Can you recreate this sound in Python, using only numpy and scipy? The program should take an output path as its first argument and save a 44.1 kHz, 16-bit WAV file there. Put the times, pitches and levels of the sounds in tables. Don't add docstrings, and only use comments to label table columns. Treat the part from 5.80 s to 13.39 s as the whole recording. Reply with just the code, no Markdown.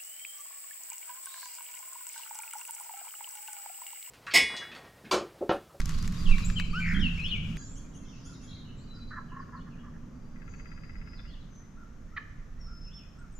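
import sys
import numpy as np
from scipy import signal
from scipy.fft import rfft, irfft
from scipy.io import wavfile

SR = 44100
rng = np.random.default_rng(int(sys.argv[2]) if len(sys.argv) > 2 else 0)


def int16_out(signal):
    q = np.round(np.clip(np.atleast_2d(signal).T, -1, 1) * 32767)
    wavfile.write(sys.argv[1], SR, q.astype(np.int16))


N = 334719
TIME = np.arange(N) / SR
MOVE_S = 1.772

# frequency in Hz, width in Hz, relative level in dB.
STEM = [(1770, 550, 18.5), (2170, 1100, 20.5), (3770, 1900, 15.5), (5500, 2600, 4), (10000, 3200, -15)]
# frequency in Hz, relative density in dB per Hz.
AIR = [(600, 5), (1000, -1), (1400, 6.5), (2000, -1), (3000, -8), (4500, -11.5), (6300, -5), (7500, -14.5),
       (8800, -23), (11300, -26), (12100, -16), (13000, -33), (15000, -73)]


def from_db(db):
    return 10 ** (np.asarray(db) / 20)


def rms_one(x):
    return x / np.sqrt(np.mean(x ** 2) + 1e-20)


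def in_time(rows):
    seconds, *columns = np.transpose(rows)
    return [np.interp(TIME, seconds, column) for column in columns]


def at_hz(points, hz):
    points = np.array(points)
    return np.interp(np.log(hz), np.log(points[:, 0]), points[:, 1])


def add(track, s, sound):
    start = int(np.clip(round(s * SR), 0, N - 1))
    track[start:start + len(sound)] += sound[:N - start]


def wander(t, per_s):
    knots = rng.standard_normal(size=4096)
    return np.interp(t * per_s, np.arange(len(knots)), knots)


def pan(lean_db):
    return from_db(np.array([[.5], [-.5]]) * lean_db)


def resonate(x, modes):
    out = 0
    for hz, width, db in modes:
        b, a = signal.iirpeak(hz, hz / (1.5 * width), fs=SR)
        once = signal.lfilter(b, a, x)
        out = out + from_db(db) * signal.lfilter(b, a, once)
    return out


def knock(modes, contact_s):
    t = TIME[:SR // 25]
    contact = rng.standard_normal(len(t)) * np.exp(-t / contact_s)
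    sound = resonate(contact, modes)
    return sound / np.abs(sound).max()


def coloured(white, spectrum):
    # frequency in Hz, left-right correlation.
    likeness = [(30, 1), (70, 0.95), (160, 0.99), (300, 0.63), (600, 0.37), (1400, 0.49), (4000, 0.4),
                (12000, 0.48)]
    # frequency in Hz, left minus right level in dB (ahead of any pan of the source).
    lean = [(60, -3), (110, 0.5), (200, 0), (380, -5), (700, -1), (1290, 1.5), (2380, 4), (4400, 1.5),
            (8120, 5), (15000, 10.5)]
    hz = np.fft.rfftfreq(N, 1 / SR) + 1
    mid, side = rfft(white)
    alike = np.clip(at_hz(likeness, hz), 0, 1)
    field = np.sqrt(1 + alike) * mid + np.sqrt(1 - alike) * side * [[1], [-1]]
    below = np.minimum(hz / spectrum[0][0], 1) ** 2
    colour = below * from_db(at_hz(spectrum, hz))
    return rms_one(irfft(field * colour * pan(at_hz(lean, hz)), N))


def hiss(spectrum):
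    return coloured(rng.standard_normal((2, N)), spectrum)


def among_trees(x, wet_db, lean_db, lag_ms=0):
    wood_t60_s, near_t60_s, near_gain = .94, .13, 1.9
    t = TIME[:SR]
    decay = from_db(-60 * t / wood_t60_s) + near_gain * from_db(-60 * t / near_t60_s)
    decay = decay * (1 - np.exp(-t / .0017))
    shared, *own = rng.standard_normal((3, SR)) * from_db(1.9 * wander(t, 157))
    scatter = (.58 * shared + np.array(own)) * decay
    scatter /= np.sqrt(np.sum(scatter ** 2) / 2)
    khz = np.fft.rfftfreq(N, 1000 / SR)
    delayed = irfft(rfft(x) * np.exp(-2j * np.pi * khz * lag_ms), N)
    direct = np.array([delayed, x])
    wet = from_db(wet_db)
    scattered = signal.fftconvolve(x[None], scatter, axes=1)[:, :N]
    return pan(lean_db) * (direct + wet * scattered) / np.sqrt(1 + wet ** 2 / 2)


def sing(notes, partials_db, trill_hz, waver, flutter_db):
    out = np.zeros(N)
    for s, length, start, middle, end, db, depth in notes:
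        t = TIME[:int(length * SR)]
        glide = np.polyval(np.polyfit([0, .5, 1], [start, middle, end], 2), t / length)
        stroke = (trill_hz * t + .07 * wander(t, 39)) % 1
        hz = glide * (1 + 2 * depth * (1 - 2 * stroke) + waver * wander(t, 314))
        phase = 2 * np.pi * np.cumsum(hz) / SR
        pulsing = 1 - np.clip(20 * abs(depth), 0, 1) * np.cos(np.pi * stroke) ** 2
        force = signal.windows.tukey(len(t), .4) * pulsing * from_db(flutter_db * wander(t, 77.5))
        tone = sum(from_db(level) * np.sin(k * phase) for k, level in enumerate(partials_db, 1))
        add(out, s, from_db(db) * rms_one(force * tone))
    return out


def slurred(rows, waver, flutter_db):
    return sing([(*row, 0) for row in rows], [0], 0, waver, flutter_db)


def trilled(rows, partials_db, waver, flutter_db):
    out = 0
    for s, length, start, end, db, depth, rate in rows:
        note = (s, length, start, (start + end) / 2, end, db, depth)
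        out = out + sing([note], partials_db, rate, waver, flutter_db)
    return out


def repeated(calls, shape, depth):
    length, *bend = shape
    return [(s, length, *(hz * np.array(bend)), db, depth) for s, hz, db in calls]


def series(first_s, every_s, hz, db, count):
    return [(first_s + k * every_s, hz, db) for k in range(count)]


def held(curve, waver, flutter_db, gain_db):
    hz, db = in_time(curve)
    gate = np.clip(np.minimum(TIME - curve[0][0], curve[-1][0] - TIME) / .01, 0, 1)
    phase = 2 * np.pi * np.cumsum(hz * (1 + waver * wander(TIME, 200))) / SR
    level = from_db(db + gain_db + flutter_db * wander(TIME, 60))
    return np.sqrt(2) * gate * level * np.sin(phase)


def rasp(syllables, throat, pulse_hz, jitter, breathy, top_hz):
    out = np.zeros(N)
    for s, length, db, open_start, open_end in syllables:
        t = TIME[:int(length * SR)]
        cycles = np.cumsum(pulse_hz * (1 + jitter * wander(t, pulse_hz))) / SR
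        pulses = rms_one(np.diff(np.floor(cycles), prepend=-1)) + breathy * rng.standard_normal(len(t))
        pulses = pulses * signal.windows.tukey(len(t), .25) * (1.2 + .5 * t / length)
        pulses = np.pad(pulses, (0, SR // 50))
        opening = np.interp(TIME[:len(pulses)], [0, length], [open_start, open_end])
        voice = 0
        for closed_hz, open_hz, width, closed_db, open_db in throat:
            turn = np.exp(2j * np.pi * np.cumsum(closed_hz + opening * (open_hz - closed_hz)) / SR)
            r = np.exp(-1.5 * np.pi * width / SR)
            ringing = (turn * signal.lfilter([(1 - r) ** 2], [1, -2 * r, r * r], pulses / turn)).real
            voice = voice + from_db(closed_db + opening * (open_db - closed_db)) * ringing
        add(out, s - .002, from_db(db) * voice / np.sqrt(np.sum(voice ** 2) / len(t)))
    band = signal.butter(4, [850, top_hz], "band", fs=SR, output="sos")
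    return signal.sosfilt(band, out)


def low_background(levels, drone):
    # frequency in Hz, relative density in dB per Hz.
    rumble = [(8.8, -52), (15, 4.5), (32, -2.5), (59, -8), (110, -21.5), (140, -30), (240, -120)]
    rumble_db, drone_db = in_time(levels)
    return from_db(rumble_db + 2 * wander(TIME, 14)) * hiss(rumble) + from_db(drone_db) * hiss(drone)


def engine_tone(curve, waver, flutter_db):
    hz, db = in_time(curve)
    phase = 2 * np.pi * np.cumsum(hz * (1 + waver * wander(TIME, 30))) / SR
    return np.sqrt(2) * from_db(db + flutter_db * wander(TIME, 23.1)), phase


def engines():
    # time in seconds, pitch in Hz, level in dB ahead of a 2 dB cut.
    engine_curve = [(0.0, 157, -44.5), (0.118, 152.9, -42), (0.418, 178.3, -38), (1.118, 171.1, -33.5),
                    (1.77, 158.5, -42.5)]
    # time in seconds, pitch in Hz, level in dB.
    traffic_curve = [(2.4, 272.4, -59), (2.9, 238.2, -56), (4.4, 238.9, -53), (5, 247.4, -81),
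                     (7.59, 257, -72)]
    level, phase = engine_tone(engine_curve, waver=.018, flutter_db=4)
    engine = from_db(-2) * level * (np.sin(phase) + from_db(-7.5) * np.sin(phase / 2)) * (TIME < MOVE_S)
    level, phase = engine_tone(traffic_curve, waver=.0331, flutter_db=.5)
    return engine + level * np.sin(phase) * (TIME > MOVE_S) * pan(lean_db=-1)


def handling():
    # centre in seconds, half length (to 1/e) in seconds, sway peak in dB, thud rms in dB.
    bumps = [(0.515, 0.04, -12.5, -43.5), (1.207, 0.074, -23, -28.5)]
    # frequency in Hz, width in Hz, relative level in dB.
    housing = [(64.57, 38, -3), (196, 43, 1.5)]
    sway_hz, housing_top_hz = 18, 295.4
    low_pass = signal.butter(4, housing_top_hz, fs=SR, output="sos")
    out = 0
    for s, half, sway_db, thud_db in bumps:
        swell = np.exp(-((TIME - s) / half) ** 2)
        sway = np.cos(2 * np.pi * (sway_hz * TIME + rng.random()))
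        thud = signal.sosfilt(low_pass, resonate(rng.standard_normal(N), housing))
        thud /= np.sqrt(np.average(thud ** 2, weights=swell ** 2))
        out = out + swell * (from_db(sway_db) * sway + from_db(thud_db) * thud) * pan(lean_db=-7)
    return out


def vegetation():
    # start in seconds, peak in dB, gain in dB of stem resonances above 5 kHz.
    snap_rows = [(.003, -26, 10), (.016, -34, -1), (0.057, -28, 23), (0.0928, -27.5, 13), (0.187, -37, 18),
                 (0.226, -33, 18), (0.277, -29, 15.5), (0.323, -35.5, 11), (0.511, -42, -1),
                 (0.583, -29, -10), (.7, -29.5, -13), (.798, -24.5, -9)]
    # time in seconds, level in dB ahead of a 17.5 dB lift.
    rustle = [(0.0, -64.5), (0.18, -68), (0.588, -65), (0.838, -73.5), (1.09, -73.5), (1.656, -78),
              (1.75, -75.5)]
    # frequency in Hz, relative density in dB per Hz.
    leaf_spectrum = [(700, -16), (1100, 13.5), (1600, 4), (2500, 4.5), (5000, 2.5), (7000, 0),
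                     (9000, -10.5), (12500, -12), (15000, -42)]
    snaps = np.zeros(N)
    for s, db, treble_db in snap_rows:
        modes = [(hz, width, level + treble_db * (hz > 5000)) for hz, width, level in STEM]
        add(snaps, s, from_db(db) * knock(modes, contact_s=.0018))
    sizes = from_db(2.5 * np.minimum(rng.exponential(1, (2, N)), 6))
    struck = rng.random(N) < 11000 / SR
    grains = rng.standard_normal((2, N)) * sizes * struck * from_db(3 * wander(TIME, 47))
    leaves = coloured(grains, leaf_spectrum) * from_db(in_time(rustle)[0] + 17.5)
    return among_trees(snaps, wet_db=-37, lean_db=4) + leaves * pan(lean_db=-1.5)


def chorus(first_s, last_s, low_hz, high_hz, level_db, count, droop):
    notes = []
    for k, (when, pitch, slope, span, loud) in enumerate(rng.random((count, 5))):
        hz = low_hz * (high_hz / low_hz) ** pitch
        fall = 1 + droop + .207 * (.5 - slope)
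        s = first_s + (last_s - first_s) * (k + when) / count
        notes.append((s, .0294 + .075 * span, hz * fall, hz, hz / fall, level_db - 8 * loud, 0))
    return sing(notes, [0], trill_hz=50, waver=.0027, flutter_db=7.5)


def far_chorus():
    flurry = chorus(1.5, 1.8, 1400, 6500, level_db=-66, count=40, droop=.09)
    busy = chorus(1.8, 3.2, 1300, 4500, level_db=-74, count=50, droop=.086)
    busy_high = chorus(2.2, 2.7, 4300, 6600, level_db=-76, count=80, droop=.0904)
    sparse = chorus(2.3, 7.5, 1300, 4500, level_db=-92, count=70, droop=.0855)
    return among_trees(flurry + busy + busy_high + sparse, wet_db=8, lean_db=-2.5)


def far_warbling():
    # start in seconds, length in seconds, start, middle and end pitch in Hz, level in dB.
    warbles = [(2.25, 0.033, 3530, 3170, 2840, -65), (2.28, 0.026, 3830, 3380, 3000, -64),
               (2.315, 0.032, 3260, 2800, 2540, -61.5), (2.355, 0.044, 2640, 2780, 2750, -67),
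               (2.53, 0.031, 4200, 3890, 3680, -63), (2.83, 0.1, 3130, 2955, 3160, -64.5),
               (3.48, 0.049, 3240, 2870, 2460, -67), (3.585, 0.037, 5620, 4920, 4100, -69),
               (3.75, 0.034, 5020, 4350, 3600, -68), (3.785, 0.035, 2930, 3100, 3820, -67.5),
               (3.905, 0.051, 3020, 2600, 2300, -67.5), (3.98, 0.037, 2570, 3090, 3420, -66.5),
               (5.357, 0.043, 4900, 4040, 3030, -63.5), (5.447, 0.088, 2680, 3130, 3850, -65.5),
               (5.47, 0.055, 4860, 4380, 4070, -66.5), (5.523, 0.04, 3840, 3190, 2460, -62.5),
               (5.585, 0.057, 3670, 3870, 3790, -70.5), (7.045, 0.057, 3020, 2635, 2720, -69),
               (7.09, 0.056, 2700, 3215, 3600, -64), (7.162, 0.045, 3650, 3020, 2530, -63),
               (7.21, 0.03, 2450, 2580, 2470, -66)]
    return among_trees(slurred(warbles, waver=.03, flutter_db=3), wet_db=6, lean_db=2)


def soft_calls():
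    # start in seconds, pitch in Hz, level in dB.
    arches = [(2.45, 1500, -62.5), (3.12, 1482, -65.5), (5.962, 1480, -59.5), (6.315, 1404, -59.5),
              (6.86, 1457, -60), (7.37, 1490, -60.5)]
    arch_shape = (0.091, 0.86, 0.96, 0.825)
    fall_shape = (.065, 1.08, 1, .89)
    rise_shape = (.065, .93, 1, 1.12)
    falls = series(first_s=4.572, every_s=.464, hz=1860, db=-68.5, count=3)
    rises = series(first_s=5.79, every_s=.482, hz=1910, db=-72, count=3)
    notes = repeated(arches, arch_shape, depth=.02)
    notes += repeated(falls, fall_shape, depth=0) + repeated(rises, rise_shape, depth=0)
    return among_trees(sing(notes, [0], trill_hz=50.2, waver=.0053, flutter_db=1.5), wet_db=0, lean_db=.5)


def thin_whistles():
    # time in seconds, pitch in Hz, level in dB ahead of gain_db.
    rising_curve = [(4.3, 4690, -99), (4.34, 4690, -84), (4.716, 4770, -74), (4.76, 4580, -71),
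                    (4.808, 4830, -67), (5.172, 4880, -66), (5.224, 5010, -76), (5.368, 4905, -60),
                    (5.5, 5040, -79)]
    sagging_curve = [(6.785, 5780, -79), (6.815, 5520, -59.5), (6.845, 5430, -65), (6.922, 5217, -61),
                     (7.202, 5364, -55), (7.23, 4960, -69)]
    low_curve = [(2.67, 3230, -60), (2.71, 3310, -61), (2.84, 3220, -65)]
    steady_curve = [(3.07, 4100, -63), (3.09, 4040, -63), (3.115, 3980, -54), (3.18, 3967, -56.5),
                    (3.25, 4026, -62), (3.35, 3970, -66), (3.385, 3950, -76)]
    rising = held(rising_curve, waver=.0125, flutter_db=2.5, gain_db=-1)
    sagging = held(sagging_curve, waver=.004, flutter_db=2.5, gain_db=1)
    low = held(low_curve, waver=.025, flutter_db=2.5, gain_db=-3)
    steady = held(steady_curve, waver=.0013, flutter_db=1.5, gain_db=0)
    moving = among_trees(rising + sagging + low, wet_db=-2, lean_db=.5)
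    return moving + among_trees(steady, wet_db=-4, lean_db=1, lag_ms=.04)


def near_whistle():
    # start in seconds, length in seconds, start, middle and end pitch in Hz, level in dB,
    # trill depth as half the peak deviation (share of pitch).
    near_notes = [(7.385, 0.022, 7360, 8050, 8400, -74, 0.018), (7.52, 0.028, 8800, 8180, 7500, -75, .02),
                  (7.545, 0.062, 7240, 7020, 6900, -60.5, .003)]
    tone = sing(near_notes, [0], trill_hz=90, waver=.004, flutter_db=2.5)
    return among_trees(tone, wet_db=-2, lean_db=7)


def chips():
    # start in seconds, pitch in Hz, level in dB.
    chip_calls = [(1.73, 3473, -61), (1.95, 3370, -57.5), (2.135, 3340, -59.5), (2.44, 3500, -56),
                  (2.612, 3490, -60.5)]
    chip_shape = (.045, .8, .96, 1)
    notes = repeated(chip_calls, chip_shape, depth=.019)
    tone = sing(notes, [-1.5, 6.5, -6, -24], trill_hz=106, waver=.011, flutter_db=2.5)
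    return among_trees(tone, wet_db=7.5, lean_db=2)


def robins():
    # start in seconds, length in seconds, start and end pitch in Hz, level in dB,
    # depth as half the peak deviation (share of pitch; negative strokes rise), strokes per second.
    trills = [(1.745, 0.23, 6630, 7480, -56, -0.0285, 78), (2.2, 0.43, 5780, 5300, -68.5, 0.11, 89),
              (2.668, 0.17, 3960, 3980, -58.5, -0.074, 53), (2.96, 0.093, 7300, 7200, -72, 0.038, 94),
              (2.965, 0.094, 3800, 4800, -68.5, 0.031, 70), (3.135, .085, 5200, 4240, -64.5, -.04, 83),
              (3.27, 0.054, 4600, 4230, -66, 0.086, 78), (4.66, 0.16, 6500, 6540, -68, -0.086, 43),
              (5.22, 0.29, 5070, 5000, -69.5, 0.054, 84), (5.695, 0.16, 6280, 5990, -66.5, 0.0056, 82)]
    return among_trees(trilled(trills, [0], waver=.018, flutter_db=2.5), wet_db=3, lean_db=0, lag_ms=.015)


def jackdaw():
    # start in seconds, length in seconds, level in dB ahead of the band filter,
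    # beak opening 0-1 at start and at end.
    halves = [(6.3645, 0.0112, -39, 0.18, 0.91), (6.374, .0105, -33.5, 0.7, 0.18)]
    # frequency in Hz closed and open, width in Hz, relative level in dB closed and open.
    throat = [(1107, 1300, 91, -2, -14), (1330, 1560, 265, -2, -4), (1590, 2240, 170, 0.5, 3),
              (1900, 2400, 160, -14, -6), (2700, 3120, 260, -22, -9), (3600, 4300, 390, -24, -15)]
    call = rasp(halves, throat, pulse_hz=599, jitter=.1, breathy=.55, top_hz=4800)
    return among_trees(call, wet_db=-5.5, lean_db=-2, lag_ms=.04)


def woodpecker():
    # frequency in Hz, width in Hz, relative level in dB.
    trunk = [(1393, 124, 9), (1650, 124, 12), (1990, 160, 13), (2520, 210, 5)]
    start_s, every_s, count = 4.5585, .05952, 16
    k = np.arange(count)
    peaks_db = -43 - 6 * np.exp(-k) - 2.5 * (k / k[-1]) ** 4
    out, t = np.zeros(N), TIME[:SR // 25]
    for s, db in zip(start_s + k * every_s, peaks_db):
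        contact = (t == 0) + .075 * rng.standard_normal(len(t)) * np.exp(-t / .0034)
        blow = resonate(contact, trunk)
        add(out, s, from_db(db) * blow / np.abs(blow).max())
    return among_trees(out, wet_db=.5, lean_db=6, lag_ms=.14)


def pheasant():
    # start in seconds, length in seconds, level in dB ahead of the band filter,
    # beak opening 0-1 at start and at end.
    syllables = [(3.305, 0.044, -45.5, 0.51, 0.88), (3.355, 0.027, -44.5, 0.6, 0.63),
                 (3.373, 0.018, -39, 0.47, 0), (3.402, 0.022, -57, .1, 0), (3.514, 0.044, -49.5, 0, 0.28),
                 (3.56, 0.014, -42.5, 0.14, .1), (3.574, 0.013, -50, 0.17, 0.13),
                 (3.588, 0.019, -43.5, 0.32, 0.094), (3.61, 0.031, -56, 0.89, 0.6),
                 (3.68, 0.018, -54.5, 0.46, 0.13), (3.719, 0.04, -49.5, 0.36, 0),
                 (3.742, 0.064, -51, 0.005, 0.4), (3.858, 0.036, -57, 0.31, 0.32),
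                 (3.95, 0.055, -63, 0.92, 0.9), (4.03, 0.059, -56.5, 0.49, 0.27),
                 (4.13, 0.041, -62, 0.79, 1)]
    # frequency in Hz closed and open, width in Hz, relative level in dB closed and open.
    throat = [(1055, 1406, 98, 13.5, -1), (1300, 1655, 160, 3.5, 1.5), (1610, 1750, 190, 2.5, -2.5)]
    crowing = rasp(syllables, throat, pulse_hz=344.7, jitter=.074, breathy=.55, top_hz=2020)
    return among_trees(crowing, wet_db=-6, lean_db=-1.3, lag_ms=.035)


def high_voices():
    # start in seconds, length in seconds, start, middle and end pitch in Hz, level in dB,
    # trill depth as half the peak deviation (share of pitch).
    high_notes = [(.645, 0.0255, 6370, 7520, 7270, -40.5, 0.012), (.97, 0.16, 7230, 6960, 6960, -64, 0.026)]
    # start in seconds, length in seconds, start, middle and end pitch in Hz, level in dB.
    slurs = [(.195, .025, 4710, 4830, 4800, -52), (.375, 0.062, 4750, 4830, 4300, -56.5),
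             (.505, 0.032, 4070, 3850, 3600, -52), (.6, 0.03, 4400, 4150, 3600, -60),
             (.63, 0.014, 4150, 3940, 3900, -49), (.952, 0.023, 5140, 5390, 5500, -58),
             (1.202, 0.022, 5813, 5340, 5050, -55.5), (1.235, 0.031, 4900, 4400, 4070, -58.5),
             (1.275, 0.017, 4270, 4040, 3600, -58), (1.437, 0.024, 5820, 5320, 5060, -55),
             (1.475, 0.05, 4800, 4130, 3740, -55)]
    high = sing(high_notes, [0, -24], trill_hz=123, waver=.011, flutter_db=4)
    far = chorus(.044, 1.4, 3700, 5500, level_db=-60.5, count=30, droop=.0883)
    thin_slurs = among_trees(slurred(slurs, waver=.0096, flutter_db=1), wet_db=0, lean_db=3)
    return among_trees(high, wet_db=-3, lean_db=2.5) + among_trees(far, wet_db=15, lean_db=2.5) + thin_slurs


def rattle(hoarse, uneven):
    # time in seconds, centre in Hz, swing to either side in Hz, level in dB ahead of the high-pass.
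    curve = [(1.0, 2370, 30, -37), (1.03, 2360, 50, -32), (1.05, 2220, 130, -37), (1.065, 2020, 330, -35.5),
             (1.125, 1940, 360, -36), (1.165, 1780, 300, -37.5), (1.2, 1620, 260, -43),
             (1.225, 1550, 230, -52)]
    swings_per_s = 57
    centre, swing, db = in_time(curve)
    since, left = TIME - curve[0][0], curve[-1][0] - TIME
    hz = centre + swing * (np.cos(2 * np.pi * swings_per_s * since) + uneven * wander(TIME, 330))
    shake = hoarse * np.sqrt(swing / swing.max()) * (wander(TIME, 900) + 1j * wander(TIME, 900))
    carrier = np.exp(2j * np.pi * np.cumsum(hz) / SR)
    tone = (carrier * (1 + shake)).real / np.sqrt(1 + hoarse ** 2)
    tone = signal.sosfilt(signal.butter(6, 1250, "high", fs=SR, output="sos"), tone)
    gate = np.clip(np.minimum(since, left) / .0023, 0, 1)
    return np.sqrt(2) * gate * from_db(db) * tone


def blackbirds():
    # start in seconds, length in seconds, start, middle and end pitch in Hz, level in dB.
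    fluted_notes = [(0.454, 0.025, 3430, 3085, 2310, -43.5), (0.485, 0.016, 2630, 2700, 2770, -40),
                    (0.505, 0.045, 2910, 2412, 2280, -36.5), (0.755, 0.058, 3117, 2875, 1990, -38),
                    (1.14, 0.041, 3200, 3220, 3240, -43), (1.189, 0.099, 3790, 2866, 2700, -36),
                    (1.371, 0.0507, 2100, 2530, 2290, -39), (1.423, 0.051, 2470, 2980, 3516, -37),
                    (1.472, 0.047, 3450, 3450, 3050, -45.5), (1.504, 0.068, 3320, 2680, 2080, -36)]
    slide_notes = [(0.926, 0.091, 1095, 1462, 1523, -37)]
    fluted = sing([(*row, .008) for row in fluted_notes], [0, -39], trill_hz=58.9, waver=.02, flutter_db=3)
    slide = sing([(*row, 0) for row in slide_notes], [0, -6.5], trill_hz=0, waver=.005, flutter_db=1)
    harsh = slide + rattle(hoarse=.9, uneven=.3)
    fluted = among_trees(fluted, wet_db=2, lean_db=5.5, lag_ms=.05)
    return fluted + among_trees(harsh, wet_db=-5, lean_db=1, lag_ms=.055)


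def first_spot():
    # time in seconds, rumble level in dB, drone level in dB.
    levels = [(0, -31, -39.5), (.5, -29, -35), (1.2, -34.5, -40.5), (1.75, -35.5, -38)]
    # frequency in Hz, relative density in dB per Hz.
    drone = [(80, 0.5), (120, -1), (170, 2), (215, -1.5), (280, -16.5), (400, -22.5), (600, -34),
             (900, -74), (2000, -72)]
    background = low_background(levels, drone) * pan(lean_db=-.5) + from_db(-58.5) * hiss(AIR)
    return background + vegetation() + high_voices() + blackbirds()


def second_spot():
    # time in seconds, rumble level in dB, drone level in dB.
    levels = [(1.85, -44.5, -47.5), (2.6, -46.5, -47.5), (4.2, -46, -47.5), (5.3, -41, -49),
              (5.9, -48, -51), (6.8, -41, -52.5), (7.59, -47, -52)]
    # frequency in Hz, relative density in dB per Hz.
    drone = [(60, -14), (90, -2), (125, -3), (160, 0), (200, -5), (250, -6.5), (330, -16.5), (520, -22.5),
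             (750, -31.5), (1200, -25), (2200, -88)]
    air = from_db(-65 + .55 * wander(TIME, 1.8)) * hiss(AIR)
    far = far_chorus() + far_warbling() + soft_calls()
    small = thin_whistles() + near_whistle() + chips() + robins()
    return low_background(levels, drone) + air + far + small + jackdaw() + woodpecker() + pheasant()


def scene():
    moved = np.clip((TIME - MOVE_S) / .0042, 0, 1)
    click = np.zeros(N)
    softened = [(hz, width, db / 2) for hz, width, db in STEM]
    add(click, MOVE_S - .002, from_db(-33) * knock(softened, contact_s=.00036))
    spots = (1 - moved) * first_spot() + moved * second_spot()
    return engines() + handling() + spots + click


def record(dry):
    cutoff_hz = 15300
    return signal.sosfilt(signal.ellip(10, .1, 80, cutoff_hz, fs=SR, output="sos"), dry)


dry = scene()
out = record(dry)
int16_out(out)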